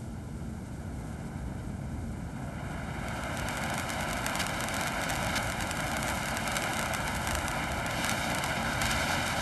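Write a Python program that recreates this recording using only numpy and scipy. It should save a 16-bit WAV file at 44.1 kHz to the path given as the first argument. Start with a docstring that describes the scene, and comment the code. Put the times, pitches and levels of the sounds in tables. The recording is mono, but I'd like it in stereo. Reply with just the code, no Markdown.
"""A spark fountain burns sideways from a stand on a paved lot at night and flares up after a few seconds.
Its gas jet is fluttering noise, a roar and a hiss, combed by the bounce off the pavement.
The sparks fizz as dense random clicks over fine noise; the big ones pop as single shaped clicks.
Behind lie distant traffic, a swelling low rumble, and a machine hum of narrow noise bands.
Two microphone ports hear it all from the front, with a little scattered sound to the sides."""
import sys
import numpy as np
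from scipy import signal
from scipy.fft import rfft, irfft, next_fast_len
from scipy.io import wavfile
from scipy.ndimage import uniform_filter1d

SR = 44100
rng = np.random.default_rng(int(sys.argv[2]) if len(sys.argv) > 2 else 0)


def put_to_file(sound):
    """Save the sound as 16-bit audio at rate SR, in the file named by the first command-line argument."""
    columns = np.atleast_2d(sound).T  # one column per channel
    safe = np.clip(columns, -1, 1)
    whole_steps = np.round(safe * 32767)
    wavfile.write(sys.argv[1], SR, whole_steps.astype(np.int16))


N = 414981
SIZE = next_fast_len(N)
HZ = np.arange(SIZE // 2 + 1) * SR / SIZE
TIME = np.arange(N) / SR


def undb(db):
    """Gain of a level in dB."""
    return 10 ** (np.asarray(db) / 20)


def along(table):
    """Spread a table of pitch and value over every frequency bin, evenly in log frequency."""
    hz, value = np.transpose(table)
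    return np.interp(np.log(HZ + 1), np.log(hz + 1), value)


def shape(x, response):
    """Filter by a frequency response."""
    return irfft(rfft(x, SIZE) * response, SIZE)[..., :N]


def unit(x, lo_hz, hi_hz):
    """Scale so that one band has rms 1."""
    band = shape(x, (HZ > lo_hz) & (HZ < hi_hz))
    return x / band.std()


def walk(rate_hz):
    """Random levels, each held 1 / rate_hz seconds, then smoothed twice; spread 1."""
    hold = int(SR / rate_hz)
    steps = np.repeat(rng.standard_normal(N // hold + 1), hold)
    smooth = uniform_filter1d(uniform_filter1d(steps, hold), hold)[:N]
    return smooth / smooth.std()


def noise(colour):
    """Steady noise with the spectrum of a table."""
    return shape(rng.standard_normal(N), undb(along(colour)))


def clicks(start_s, size, lag_ms, bounce_gain):
    """Impulses, each followed by its bounce off the pavement."""
    x = np.zeros(N)
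    direct = np.clip(start_s * SR, 0, N - 1).astype(int)
    bounced = np.clip((start_s + lag_ms / 1000) * SR, 0, N - 1).astype(int)
    np.add.at(x, direct, size)
    np.add.at(x, bounced, size * bounce_gain)
    return x


def nozzle_paths():
    """Direct sound plus delayed, duller copies: their interference combs the spectrum."""
    # indirect paths, the pavement first: lag_ms, level_db, treble_loss_db_per_khz, phase_turn_rad
    bounces = [(1.3327, 0.34, 1.1, -0.034), (1.078, -7, 3.5, 1), (2.8, -8, 7.5, -0.85)]
    response = 1
    for lag_ms, level_db, loss_db, turn_rad in bounces:
        phase = turn_rad - 2 * np.pi * HZ * lag_ms / 1000
        response = response + undb(level_db - loss_db * HZ / 1000) * np.exp(1j * phase)
    return response


def jet(roar_db, hiss_db):
    """Turbulent gas sheds eddies: a roar and a hiss flutter together, with spurts of powder on top."""
    # spectrum of the roar: pitch_hz, relative level_db
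    roar_colour = [(40, -28), (150, -0.5), (400, -1), (800, -1), (1500, -0.5), (2500, -6.5), (4000, -18),
                   (8000, -36)]
    # spectrum of the hiss: pitch_hz, relative level_db
    hiss_colour = [(500, -8.5), (1500, 5.5), (3000, 2), (5000, -0.5), (8000, -6.5), (13000, -5.5)]
    # lumps of powder spat through the nozzle: start_s, length_s, level_db (added to the hiss gain)
    spurts = [(4.396, 0.025, -34), (5.354, 0.03, -34), (6.566, 0.013, -40), (8.815, .06, -52)]
    paths = nozzle_paths()
    flutter = walk(18)

    roar = unit(shape(noise(roar_colour), paths), 624, 2160)
    upper = shape(roar, 1 / (1 + (1700 / (HZ + 1)) ** 3))
    # a faster jet sheds smaller eddies, so the upper roar grows more than the rest
    roar = roar - upper + upper * undb(0.75 * (roar_db + 31.5))
    roar = roar * undb(roar_db + 0.39 * flutter + 0.6 * walk(60))

    hiss_gain = undb(hiss_db - 3.5 + 0.29 * flutter + 1.9 * walk(70))
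    for start_s, length_s, level_db in spurts:
        inside_s = np.minimum(TIME - start_s, start_s + length_s - TIME)
        hiss_gain = hiss_gain + undb(level_db) * np.clip(inside_s / 0.0027, 0, 1)  # 2.7 ms ramps
    hiss = unit(shape(noise(hiss_colour), paths), 2880, 9700)
    return roar + hiss * hiss_gain


def fizz(fizz_db, count=6000):
    """Countless small sparks crackle at every height, some far louder than the rest, over a fine hiss."""
    # spectrum of the crackle: pitch_hz, relative level_db
    crackle_colour = [(500, -19), (2000, -16), (5000, -1), (8000, -1), (13000, 4)]
    # spectrum of the fine hiss, with the sound chain's upper cut-off near 12.4 kHz:
    # pitch_hz, relative level_db
    bed_colour = [(1000, -10), (3000, -8), (5500, -6.5), (8000, -1), (11000, -3), (11800, -7), (12350, -19),
                  (12500, -30)]
    when, size, height = rng.random((count, 3)).T
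    loudness = (1.015 - size) ** -0.55  # a few loud ones among many soft
    lag_ms = 0.2 + 1.1 * height  # higher sparks bounce later
    crackle = shape(clicks(when * N / SR, loudness, lag_ms, 0.75), undb(along(crackle_colour)))
    crackle = unit(crackle, 8200, 10200)
    bed = unit(noise(bed_colour), 8170, 9880) * undb(1.12 * walk(15) + 1.0 * walk(90))
    # the harder it burns, the more the crackle stands out of the hiss
    crackle_gain = undb(-3.5 + 0.8 * (fizz_db + 53.0))
    return undb(fizz_db) * (crackle_gain * crackle + undb(-1.5) * bed)


def small_pops():
    """Smaller bursts at random once the flare is up; high sparks bounce later and are commoner."""
    from_s, pops_per_s = 3.3, 11
    loudest_db, spread_db = -21.5, 5.5  # impulse levels reach down by the spread
    span_s = N / SR - from_s
    when, size, height = rng.random((int(span_s * pops_per_s), 3)).T
    start_s = from_s + when * span_s
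    level_db = loudest_db - spread_db * size
    lag_ms = 0.25 + 1.1 * np.sqrt(height)
    return np.array([start_s, level_db, lag_ms]).T


def pops():
    """Sharp bursts, each doubled by the pavement, with a faint short tail off the things around."""
    # big sparks bursting: start_s, level_db (of the impulse before its colour), pavement lag_ms
    big_pops = [(3.0848, -22, 0.86), (3.2366, -22, 1.18), (3.3726, -18, 1.18), (3.3978, -18, 1.13),
                (3.4867, -14, 1.09), (3.5723, -17, 0.86), (3.6378, -17, 1.25), (3.7012, -19, 1.29),
                (3.7397, -20, 1.07), (3.7427, -18, 0.91), (3.7799, -14, 0.88), (3.7982, -15, 0.88),
                (3.8936, -18, 0.93), (3.9031, -14, 1.02), (4.0086, -17, 1.11), (4.1115, -19, 1.0),
                (4.131, -14, 1.07), (4.2648, -8, 1.11), (4.2966, -18, 0.95), (4.3552, -11, 0.88),
                (4.3948, -16, 0.66), (4.4377, -21, 0.84), (4.4667, -12, 0.73), (4.4939, -20, 0.57),
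                (4.6065, -13, 0.98), (4.6398, -13, 1.04), (4.686, -13, 0.82), (4.7427, -15, 1.13),
                (4.767, -13, 1.27), (4.8117, -13, 1.02), (4.8363, -16, 0.79), (4.8732, -13, 0.95),
                (4.8807, -16, 0.88), (5.0167, -17, 0.52), (5.0377, -15, 0.5), (5.0407, -21, 0.82),
                (5.093, -16, 0.5), (5.0995, -15, 1.13), (5.1046, -12, 1.09), (5.1289, -21, 1.07),
                (5.138, -19, 1.09), (5.1553, -16, 0.7), (5.162, -17, 1.07), (5.229, -19, 0.82),
                (5.2466, -18, 0.93), (5.2691, -16, 1.13), (5.3058, -21, 1.04), (5.4726, -21, 0.66),
                (5.5005, -16, 0.68), (5.5222, -15, 0.57), (5.6068, -15, 1.07), (5.6229, -17, 1.04),
                (5.6257, -19, 1.07), (5.6719, -21, 1.34), (5.712, -10, 0.39), (5.7718, -18, 0.68),
                (5.805, -16, 1.09), (5.8812, -20, 1.36), (5.9164, -16, 1.2), (5.9685, -13, 0.84),
                (6.0297, -12, 0.88), (6.0735, -19, 0.88), (6.082, -15, 1.16), (6.0902, -16, 1.02),
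                (6.0995, -17, 1.29), (6.1741, -20, 0.29), (6.2319, -19, 1.02), (6.2577, -16, 1.02),
                (6.2851, -16, 1.07), (6.371, -11, 1.07), (6.4773, -12, 0.75), (6.5182, -16, 1.2),
                (6.556, -17, 1.27), (6.5678, -9, 0.79), (6.5828, -20, 0.82), (6.622, -14, 0.39),
                (6.639, -14, 1.27), (6.7348, -15, 1.04), (6.77, -15, 0.34), (6.793, -11, 1.04),
                (6.8136, -17, 1.18), (6.8284, -15, 0.79), (6.8597, -17, 0.79), (6.9371, -13, 0.36),
                (6.9488, -12, 1.11), (7.0043, -21, 0.98), (7.0794, -15, 1.22), (7.1515, -17, 1.13),
                (7.1637, -21, 0.27), (7.2734, -11, 0.86), (7.2891, -17, 0.54), (7.3103, -12, 1.07),
                (7.3199, -21, 0.34), (7.3522, -9, 0.68), (7.3881, -18, 1.02), (7.4821, -11, 0.82),
                (7.5149, -16, 0.7), (7.7188, -17, 1.16), (7.8644, -15, 1.18), (7.9108, -18, 1.18),
                (8.0462, -10, 0.7), (8.0649, -14, 1.02), (8.0943, -14, 1.0), (8.0948, -9, 0.82),
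                (8.1148, -12, 0.91), (8.3181, -21, 1.16), (8.3488, -12, 1.18), (8.3856, -14, 1.25),
                (8.4395, -14, 1.04), (8.4414, -14, 1.02), (8.4621, -17, 0.95), (8.6296, -21, 1.22),
                (8.7344, -19, 0.39), (8.8178, -8, 1.22), (8.8558, -13, 0.75), (8.8665, -15, 0.93),
                (8.9112, -17, 1.07), (8.9149, -11, 0.68), (8.9784, -21, 0.29), (9.1174, -18, 0.75),
                (9.2657, -20, 1.34), (9.2798, -15, 0.93)]
    # spectrum of a burst: pitch_hz, gain_db
    pop_colour = [(100, -4), (500, 0), (1200, 13.5), (2200, 8.5), (5000, 3), (8000, 7), (11000, 4),
                  (13000, 6.5)]
    start_s, level_db, lag_ms = np.vstack([big_pops, small_pops()]).T
    recoil = 1j * HZ / (700 + 1j * HZ)  # the air swings back after each push
    pairs = clicks(start_s, undb(level_db), lag_ms, undb(-1.5))
    bursts = shape(pairs, undb(along(pop_colour)) * recoil)
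    tail = rng.standard_normal(2000) * np.exp(-TIME[:2000] / 0.006)  # 6 ms decay
    return bursts + undb(-34.5) * signal.fftconvolve(bursts, tail)[:N]


def traffic():
    """Distant traffic: low noise, its treble lost, at rms 1 from 25 to 400 Hz."""
    # spectrum of the rumble: pitch_hz, relative level_db
    rumble_colour = [(22, -43), (33, -27), (42, -8.5), (80, -3.5), (100, -4.5), (130, -5), (190, -6.5),
                     (285, -11), (350, -18), (450, -21.5), (700, -24), (1200, -38.5), (2500, -52)]
    return unit(noise(rumble_colour), 25, 400)


def machine_hum():
    """A machine's wavering hum: noise in narrow resonances, the narrower the steadier."""
    # hum bands: pitch_hz, width_hz, level_db (before the deepest part is levelled anew)
    hum_bands = [(57, 15, -54.5), (120.35, 1.72, -54), (133.1, 4.8, -54.5), (224.7, 7.07, -50)]
    hum = np.zeros(N)
    for pitch_hz, width_hz, level_db in hum_bands:
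        resonance = 1 / (1 + (2 * (HZ - pitch_hz) / width_hz) ** 2)
        hum = hum + undb(level_db) * unit(shape(rng.standard_normal(N), resonance), 20, 400)
    return hum


def town():
    """Traffic and hum together; their deepest part is split off so that it swells and sinks by itself."""
    # one chance course of the deepest rumble, swelling and sinking: start_s, level_db
    deep_levels = [(0, -45), (2.7, -45.5), (4.0, -44), (4.45, -47.5), (5.0, -44), (5.7, -40.5), (6.3, -46),
                   (7.0, -44), (7.75, -39.5), (8.4, -46), (9.1, -41.5), (9.41, -46)]
    rumble = traffic() * undb(-40 + 0.72 * walk(0.83)) + machine_hum()
    deep = shape(rumble, 1 / (1 + (HZ / 95) ** 4))
    deep_db = np.interp(TIME, *np.transpose(deep_levels)) + 1.5 * walk(4)  # finer wavering on top
    return rumble - deep + unit(deep, 35, 115) * undb(deep_db)


def scene():
    """All sources lie ahead; a weak scattered share reaches the two ports in opposite sign."""
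    # how hard it burns, before each layer's own trims: start_s, roar_db, hiss_db, fizz_db
    burn = [(0, -54, -65.5, -64.5), (1.25, -48.5, -63.5, -64), (2.12, -50.5, -66.5, -65),
            (2.4, -46.5, -65, -63), (2.85, -41, -57, -62), (3.4, -36.5, -48.5, -55.5),
            (4.3, -35.5, -45, -54), (5.3, -34.5, -43, -54), (5.42, -34.5, -48, -52.5),
            (5.66, -36, -45.5, -54), (6.15, -34.7, -45.5, -53), (6.75, -34.5, -44.5, -53.5),
            (7.4, -35, -48, -53), (7.85, -35, -46.5, -55.5), (8.1, -33.5, -37.5, -52),
            (8.4, -34, -41.5, -55), (8.76, -34.3, -41.5, -55), (8.85, -32.7, -37, -53),
            (9.1, -33, -36.5, -54), (9.41, -35, -38, -54)]
    # scattered sound under the direct sound: pitch_hz, level_db
    scatter_colour = [(500, -34.5), (1000, -17), (3000, -20), (6000, -20.5), (9000, -19), (10300, -19),
                      (12000, -6)]
    start_s, *columns = np.transpose(burn)
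    roar_db, hiss_db, fizz_db = (np.interp(TIME, start_s, column) for column in columns)
    fountain = jet(roar_db, hiss_db) + fizz(fizz_db) + pops()

    scatter = rng.standard_normal(8000) * np.exp(-TIME[:8000] / 0.0256)  # 25.6 ms decay
    scatter = scatter / np.linalg.norm(scatter)
    side = shape(signal.fftconvolve(fountain, scatter)[:N], undb(along(scatter_colour)))
    side = side + traffic() * undb(-76.5)  # a little traffic comes from the sides
    ahead = fountain + town()
    return np.array([ahead + side, ahead - side])


def record(dry):
    """The ports ring near 10.6 kHz and turn the treble's phase, the right one more; the top is cut."""
    # response of both ports, with the sound chain's steep upper cut-off: pitch_hz, gain_db
    port_response = [(8000, 0), (9500, 0.5), (10600, 5), (11400, 1), (12200, -8), (12550, -13),
                     (12800, -30), (13000, -30)]
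    # phase lead of the left port, treble first: pitch_hz, lead_rad
    left_lead = [(2000, 0), (6000, .4), (8000, 1.8), (10000, 5), (13000, 7.3)]
    # phase of the left port ahead of the right: pitch_hz, lead_rad
    left_before_right = [(0, 0), (690, -0.4), (950, -0.1), (1380, -0.4), (2930, 0.7), (4740, 0.4),
                         (6200, -0.0), (7410, 0.1), (8010, 0.5), (8870, -0.3), (9300, -1.7), (10300, -3.2),
                         (11800, -6.1), (12700, -6.5)]
    # level of the left port over the right: pitch_hz, level_db
    left_over_right = [(60, 1.0), (110, 1.0), (200, 0.5), (360, 0.0), (640, -1.5), (1160, -1.5),
                       (2100, -1.0), (3800, 0.0), (6880, 0.0), (12400, 0.0)]
    half = undb(along(left_over_right) / 2)  # shared between the two ports
    common = undb(along(port_response)) * np.exp(1j * along(left_lead))
    right_turn = np.exp(-1j * along(left_before_right))
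    ports = np.array([common * half, common / half * right_turn])
    top_cut = signal.ellip(6, 0.1, 40, 13055, fs=SR, output="sos")  # lowpass, edge in Hz
    return signal.sosfiltfilt(top_cut, shape(dry, ports))


dry = scene()
out = record(dry)
put_to_file(out)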